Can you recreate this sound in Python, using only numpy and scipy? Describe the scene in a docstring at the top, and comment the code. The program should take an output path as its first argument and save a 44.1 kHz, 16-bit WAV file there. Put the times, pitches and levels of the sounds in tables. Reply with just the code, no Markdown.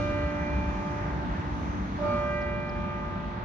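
"""A churchyard under a high stone tower: its large clock bell is struck twice, the first blow just before the start.
The bell is close pairs of decaying sines that beat slowly, plus a brief clang of minor modes; echoes soften the attack.
Shaped noise gives a distant road's engines and tyres and a faint hiss on top; low throbs mark the engines' surges.
A thin whistle of narrow noise rises twice in the treble, and a small bird chips twice in quick falling sweeps."""
import sys
import numpy as np
from scipy import signal
from scipy.fft import rfft, irfft
from scipy.io import wavfile
from scipy.ndimage import uniform_filter1d

SR = 44100
rng = np.random.default_rng(int(sys.argv[2]) if len(sys.argv) > 2 else 0)


def generate_wav(sig):
    """Save sig (samples, or channels by samples) to the path in sys.argv[1] as 16-bit PCM at SR."""
    pcm = np.round(np.clip(np.atleast_2d(sig).T, -1, 1) * 32767).astype(np.int16)
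    wavfile.write(sys.argv[1], SR, pcm)


N = 151704

# Moments when the clapper strikes. Each entry: time in seconds.
BLOWS_S = [-.17, 1.984]
SHADOW_HZ = 700  # the direct path loses treble above this; the bell's shimmer is also scaled from it


def undb(db):
    """Turn decibels into an amplitude factor."""
    return 10 ** (np.asarray(db) / 20)


def level(x, db):
    """Scale a signal to an RMS level in dB."""
    return x * undb(db) / np.sqrt(np.mean(x ** 2))


def smooth(x, size):
    """Average twice over a span of samples, which leaves a soft low-pass."""
    return uniform_filter1d(uniform_filter1d(x, size), size)


def walk(rate):
    """Random levels held for 1 / rate seconds and slewed twice; spread near 1."""
    hold = int(SR / rate)
    held = np.repeat(rng.standard_normal(N // 500), hold)[:N]
    return 1.3 * smooth(held, hold)


def on_log(table, hz, axis):
    """Read one column of a table on a log-frequency axis."""
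    table = np.array(table)
    return np.interp(np.log(np.maximum(hz, 1)), np.log(table[:, 0]), table[:, axis])


def step(u):
    """A quick exponential rise from 0 to 1."""
    build_up_s = .015
    return 1 - np.exp(-np.maximum(u, 0) / build_up_s)


def arrival(u, hz):
    """A blow comes straight from the tower, whose louvres shade the treble, then off near and far buildings."""
    direct_share, echo_s, late_echo_s = .65, .04, .09
    direct = direct_share * min(1, SHADOW_HZ / hz)
    late = (direct_share - direct) / 2
    near = 1 - direct - late
    return direct * step(u) + near * step(u - echo_s) + late * step(u - late_echo_s)


def bell(t):
    """Each partial is a pair of decaying sines, slightly apart in pitch, whose sum beats."""
    # The bell's partials and the tuning of their twins. Each row: pitch in Hz, twin's offset in Hz,
    # twin's phase lead in turns after blow 1, the same after blow 2, left's lead over right in turns.
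    partials = [(294.33, .4, .1, .1, 0), (354.2, .6, .15, .4, -.04), (589.7, .3, -.18, 0, -.1),
                (625, 9, .2, .2, 0), (772.87, .5, .4, .4, .05), (877.8, .5, .35, .37, .07),
                (1106.5, .4, .4, .4, 0), (1208.3, 1.2, -.27, -.22, .16), (1340.2, -2, .16, .17, .08),
                (1400.2, .8, .1, .1, .09), (1573.8, 1.3, .39, .34, .14), (1967.2, 1.4, .28, .35, .23),
                (2066.4, .5, .3, .3, .2), (2282, 2.5, -.05, -.4, .16), (2381.5, .7, .42, .48, .2),
                (2698, .6, .3, .3, .2), (2810.7, .9, -.22, -.3, .3), (3029.7, 4, .3, .3, .3),
                (3248.9, .4, .4, .4, .3), (3701, 3, .4, .4, .3), (4323, 4, .3, .3, .35),
                (4616.5, 5, .4, .4, .35), (359, 7, .1, .1, 0), (886, 11, .1, .1, .07),
                (4156, .5, .2, .2, .35)]
    # Strength and decay of those partials, row for row. Each row: starting level in dB for blow 1, for blow 2
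    # (before shimmer and echoes), time to fall 60 dB in seconds, left over right in dB; then the same for the twin.
    ring_rows = [(-34.5, -73.5, 20.6, -1.5, -51.5, -86, 19, 2), (-40, -40, 11.8, 0.5, -48, -54, 7.4, 3),
                 (-27.5, -27.5, 4.57, -5, -40, -42.5, 2.24, -1), (-54, -29.5, .5, -2, -52.5, -50, .5, -8),
                 (-54, -56.5, 14, -4.5, -77, -60, 12, -7), (-42.5, -45, 9.4, -4, -37, -39, 8.4, -5),
                 (-49, -46, 1.8, -3, -58, -56, 1.8, -3), (-39.5, -33.5, 7, 1, -44, -41.5, 7, -1.5),
                 (-48, -47.5, 3.5, -2.5, -55, -58, 3.5, 2), (-44.5, -46.5, 2.5, -2.5, -66, -64, 7, 1),
                 (-43.5, -41, 7, -2.5, -45, -46.5, 2.5, 3), (-44.5, -40.5, 5, -2, -39, -40, 3.5, -4),
                 (-63, -54, 2.1, -6.5, -64, -56, 2.1, -6.5), (-52, -52, 5, -1, -56, -52, 1.5, 0),
                 (-42, -39, 3.8, -5, -38.5, -40, 3.8, -1.5), (-64, -69, 2.4, -4, -65, -68, 3.9, -1),
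                 (-53, -55.5, 6, 0.5, -54, -54.5, 2.9, 0), (-63, -60.5, 1.6, -1, -70.5, -72, 1.6, -1.5),
                 (-55, -52, 3.6, 3.5, -68.5, -58, 3.5, 2.5), (-46.5, -61, 0.87, 2, -67.5, -65, 1.5, 5.5),
                 (-57.5, -64, 4, -1, -65, -67, 2.9, -3), (-68, -60, 1.7, -8.5, -67.5, -63, 1.2, -7),
                 (-40.5, -36.5, 0.61, 0.5, -43.5, -40, 0.44, -2.5),
                 (-46, -33.5, 0.98, -5.5, -57.5, -50.5, .5, -4),
                 (-62.5, -67.5, 0.92, 6, -81.5, -74.5, 2.1, 1)]
    shimmer_db = .9  # at SHADOW_HZ, growing with the root of frequency
    old_ring_lingers_s = .07

    out = np.zeros((2, N))
    since = [np.maximum(t - s, 0) for s in BLOWS_S]
    sides = np.array([[.5], [-.5]])  # left, right
    for (hz, split_hz, *turns, lead), row in zip(partials, ring_rows):
        # a blow adds to or cancels what still rings, so each partial starts afresh after each blow
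        old_ring = 1 - step(since[1] - old_ring_lingers_s)
        shares = [old_ring, arrival(since[1], hz)]
        shimmer = undb(shimmer_db * np.sqrt(hz / SHADOW_HZ) * walk(12))
        placed = shimmer * np.exp(2j * np.pi * lead * sides)
        for blow, start in enumerate(rng.random(2)):
            u = since[blow]
            pair = ((hz, 0, row[:4]), (hz + split_hz, turns[blow], row[4:]))
            for f, turn, (*db, t60, pan_db) in pair:
                decay = undb(db[blow] - 60 * u / t60)
                ring = shares[blow] * decay * np.exp(2j * np.pi * (f * u + start + turn))
                out += np.imag(undb(pan_db * sides) * placed * ring)
    return out


def clang(t):
    """Many minor modes, scattered in pitch, strength and length of ring, sound briefly after each blow."""
    # Tone colour of the clang. Each row: frequency in Hz, relative level of a minor mode in dB.
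    colour = [(300, -2), (900, -1), (2000, -3), (3500, -11), (6000, -23), (8000, -34)]
    modes, low_hz, top_hz = 130, 300, 7500
    clang_db, rise_s = -46, .04
    t60_s = .3  # scattered from .5 to 2.5 times this

    place, size, length, turn, across = rng.random((modes, 5)).T[:, :, None]
    hz = low_hz * (top_hz / low_hz) ** place
    gain = undb(clang_db + on_log(colour, hz, axis=1) - 10 * size)
    mode_t60 = t60_s * (.5 + 2 * length ** 2)
    out = np.zeros((2, N))
    for s in BLOWS_S:
        u = t[(t >= s) & (t < s + 1)] - s
        rise = 1 - np.exp(-(u / rise_s) ** 2)
        fade = gain * rise * undb(-60 * u / mode_t60)
        first = max(int(np.ceil(s * SR)), 0)
        for side in range(2):
            # the right ear hears each mode at its own shifted phase
            tones = np.sin(2 * np.pi * (hz * u + turn + side * across / 2))
            out[side, first:first + len(u)] += (fade * tones).sum(axis=0)
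    return out


def road_and_hiss(t):
    """Half-octave noise bands: four regions swell on their own and the level of each band wanders at random."""
    # Spectrum of the noise: road below about 8 kHz, faint hiss near 11 kHz. Each row: frequency in Hz,
    # relative density in dB per Hz, likeness of left and right from 0 to 1.
    spectrum = [(20.3, -27, 0.94), (37.4, -20.5, 0.84), (49.4, 1, 1), (58.6, -7, 0.88), (69, 4.5, 1),
                (70.5, -8.5, 0.97), (97.2, -5.5, 0.98), (142.6, -12.5, 0.85), (144.8, -3, 1),
                (160, -12.5, .85), (187.7, -4, 0.65), (221, -12, 0.91), (240, -8.5, 0.6), (262.3, -14.5, 1),
                (329, -20.5, 0.5), (494, -26, 0.48), (960, -20.5, 0.58), (1900, -29.5, 0.23),
                (2730, -39.5, 0.5), (3460, -42, 0), (4910, -50, 0), (6220, -48.5, 0.2), (6890, -58, 0),
                (8870, -76, 1), (10830, -64.5, 0.5), (12800, -84.5, 0.09)]
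    # Swells of the noise. Each row: time in seconds, then relative levels in dB
    # of the engine rumble, the drone, the tyre roar and the treble.
    swell_rows = [(0, 3, -3, 4.5, 5.5), (.3, -1.5, 0.5, 2, 1.5), (.72, 0.5, 0, 3.5, 2.5),
                  (0.821, -2, 0, 3, 3.5), (1.15, -2.5, 0, 4, 1), (1.38, -5.5, -0.5, 3.5, 1.5),
                  (1.599, -1, 0, 2, 3.5), (1.9, 1.5, 0, 1.5, -0.5), (2.2, -2, 0.5, 3, 4.5),
                  (2.45, -3.5, -1, 1, -4), (2.799, -2, 0, 1.5, -3.5), (3.1, -2, -1.5, 0, -4.5),
                  (3.44, -6.5, -4.5, 1.5, -5.5)]
    noise_db = -32
    lag_s, lag_from_hz = .0003976, 590  # left hears the noise later; the full lag holds from this frequency up
    rumble_top_hz, drone_top_hz, treble_from_hz = 100, 300, 5000
    rumble_wander_db, upper_wander_db = 2.0, 1.2

    hz = np.arange(N // 2 + 1) * SR / N
    like = np.clip(on_log(spectrum, hz, axis=2), 0, 1)
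    mid, side = rfft(rng.standard_normal((2, N))) * undb(on_log(spectrum, hz, axis=1))
    both = mid * np.sqrt(1 + like) + side * np.sqrt(1 - like) * np.array([[1], [-1]])
    lag = lag_s * np.clip(hz / lag_from_hz, 0, 1) ** 2
    both[0] *= np.exp(-2j * np.pi * hz * lag)

    rows = np.array(swell_rows)
    swells = [np.interp(t, rows[:, 0], column) for column in rows[:, 1:].T]
    out = 0
    for centre in np.arange(4, 14.1, .5):  # octaves above 1 Hz
        window = np.clip(1 - 2 * np.abs(np.log2(hz + 1) - centre), 0, 1)
        band = irfft(both * window, N)
        region = np.searchsorted([rumble_top_hz, drone_top_hz, treble_from_hz], 2 ** centre)
        db = swells[region] + (upper_wander_db if region else rumble_wander_db) * walk(9)
        out = out + band * undb(db)
    return level(out, noise_db)


def whistles(t):
    """Smoothed noise rides on a climbing sine and cosine: a narrow band that swells, climbs and fades."""
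    # The two whistles. Each row: start in seconds, length in seconds, first pitch in Hz, last pitch in Hz,
    # level in dB before the swell.
    whistle_rows = [(.15, .8, 5900, 6700, -71), (1.45, .6, 6000, 6500, -68)]
    width_hz = 700  # its inverse is the averaging span of the noise

    out = np.zeros((2, N))
    size = int(SR / width_hz)
    for s, length, from_hz, to_hz, db in whistle_rows:
        part = np.clip((t - s) / length, 0, 1)
        rough = smooth(rng.standard_normal((2, 2, N)), size)
        turn = 2 * np.pi * np.cumsum(from_hz + (to_hz - from_hz) * part) / SR
        tone = level(rough[0] * np.sin(turn) + rough[1] * np.cos(turn), db)
        swell = np.sqrt(np.sin(np.pi * part).clip(0))
        out += tone * swell
    return out


def surges(t):
    """The rumble surges in short, low sine throbs that sag in pitch, alike left and right."""
    # Surges of the engines. 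Each row: centre in seconds, length in seconds, mid pitch in Hz, peak level in dB.
    surge_rows = [(.26, .1, 71, -28.5), (.42, 0.13, 66, -28), (.555, 0.13, 63.6, -29.5),
                  (0.683, 0.082, 61, -28.5), (1.322, 0.057, 55.3, -26), (1.395, 0.045, 84, -23),
                  (2.15, .1, 63.6, -35), (2.546, 0.082, 59.5, -30.5), (3.268, 0.087, 58.4, -31)]
    sag = .12

    out = np.zeros(N)
    for (s, length, hz, db), turn in zip(surge_rows, rng.random(len(surge_rows))):
        part = np.clip((t - s) / length, -.5, .5)
        swell = np.cos(np.pi * part) ** 2
        cycles = turn + hz * length * part * (1 - sag * part)
        out += undb(db) * swell * np.sin(2 * np.pi * cycles)
    return out


def bird(t):
    """Each chip is one quick, falling sine sweep, roughened by noise, with a close echo."""
    # The bird's two chips. Each row: start in seconds, sweep level in dB before roughening and echo.
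    chips = [(2.413, -56.5), (2.689, -54)]
    chip_s, from_hz, to_hz = .017, 5900, 3700
    echo_s, echo_db = .004, -5
    roughness = .6  # against a steady gain of 2

    out = np.zeros(N)
    noise = smooth(rng.standard_normal(N), 60)
    for s, db in chips:
        part = np.clip((t - s) / chip_s, 0, 1)
        hz = from_hz + (to_hz - from_hz) * part
        swell = np.sin(np.pi * part) ** 2
        out += undb(db) * swell * np.sin(2 * np.pi * np.cumsum(hz) / SR)
    out = out * (2.0 + roughness * level(noise, 0))
    echo = undb(echo_db) * np.roll(out, int(echo_s * SR))
    # the chip leans left, its echo right
    return np.array([out + echo / 2, out / 2 + echo])


def scene():
    """Sum the bell, the road with its hiss and the small treble sounds in stereo."""
    t = np.arange(N) / SR
    return bell(t) + clang(t) + road_and_hiss(t) + whistles(t) + surges(t) + bird(t)


def record(dry):
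    """A steep elliptic low-pass cuts the top."""
    top_hz = 11700
    return signal.sosfilt(signal.ellip(8, .2, 70, top_hz, fs=SR, output="sos"), dry)


dry = scene()
out = record(dry)
generate_wav(out)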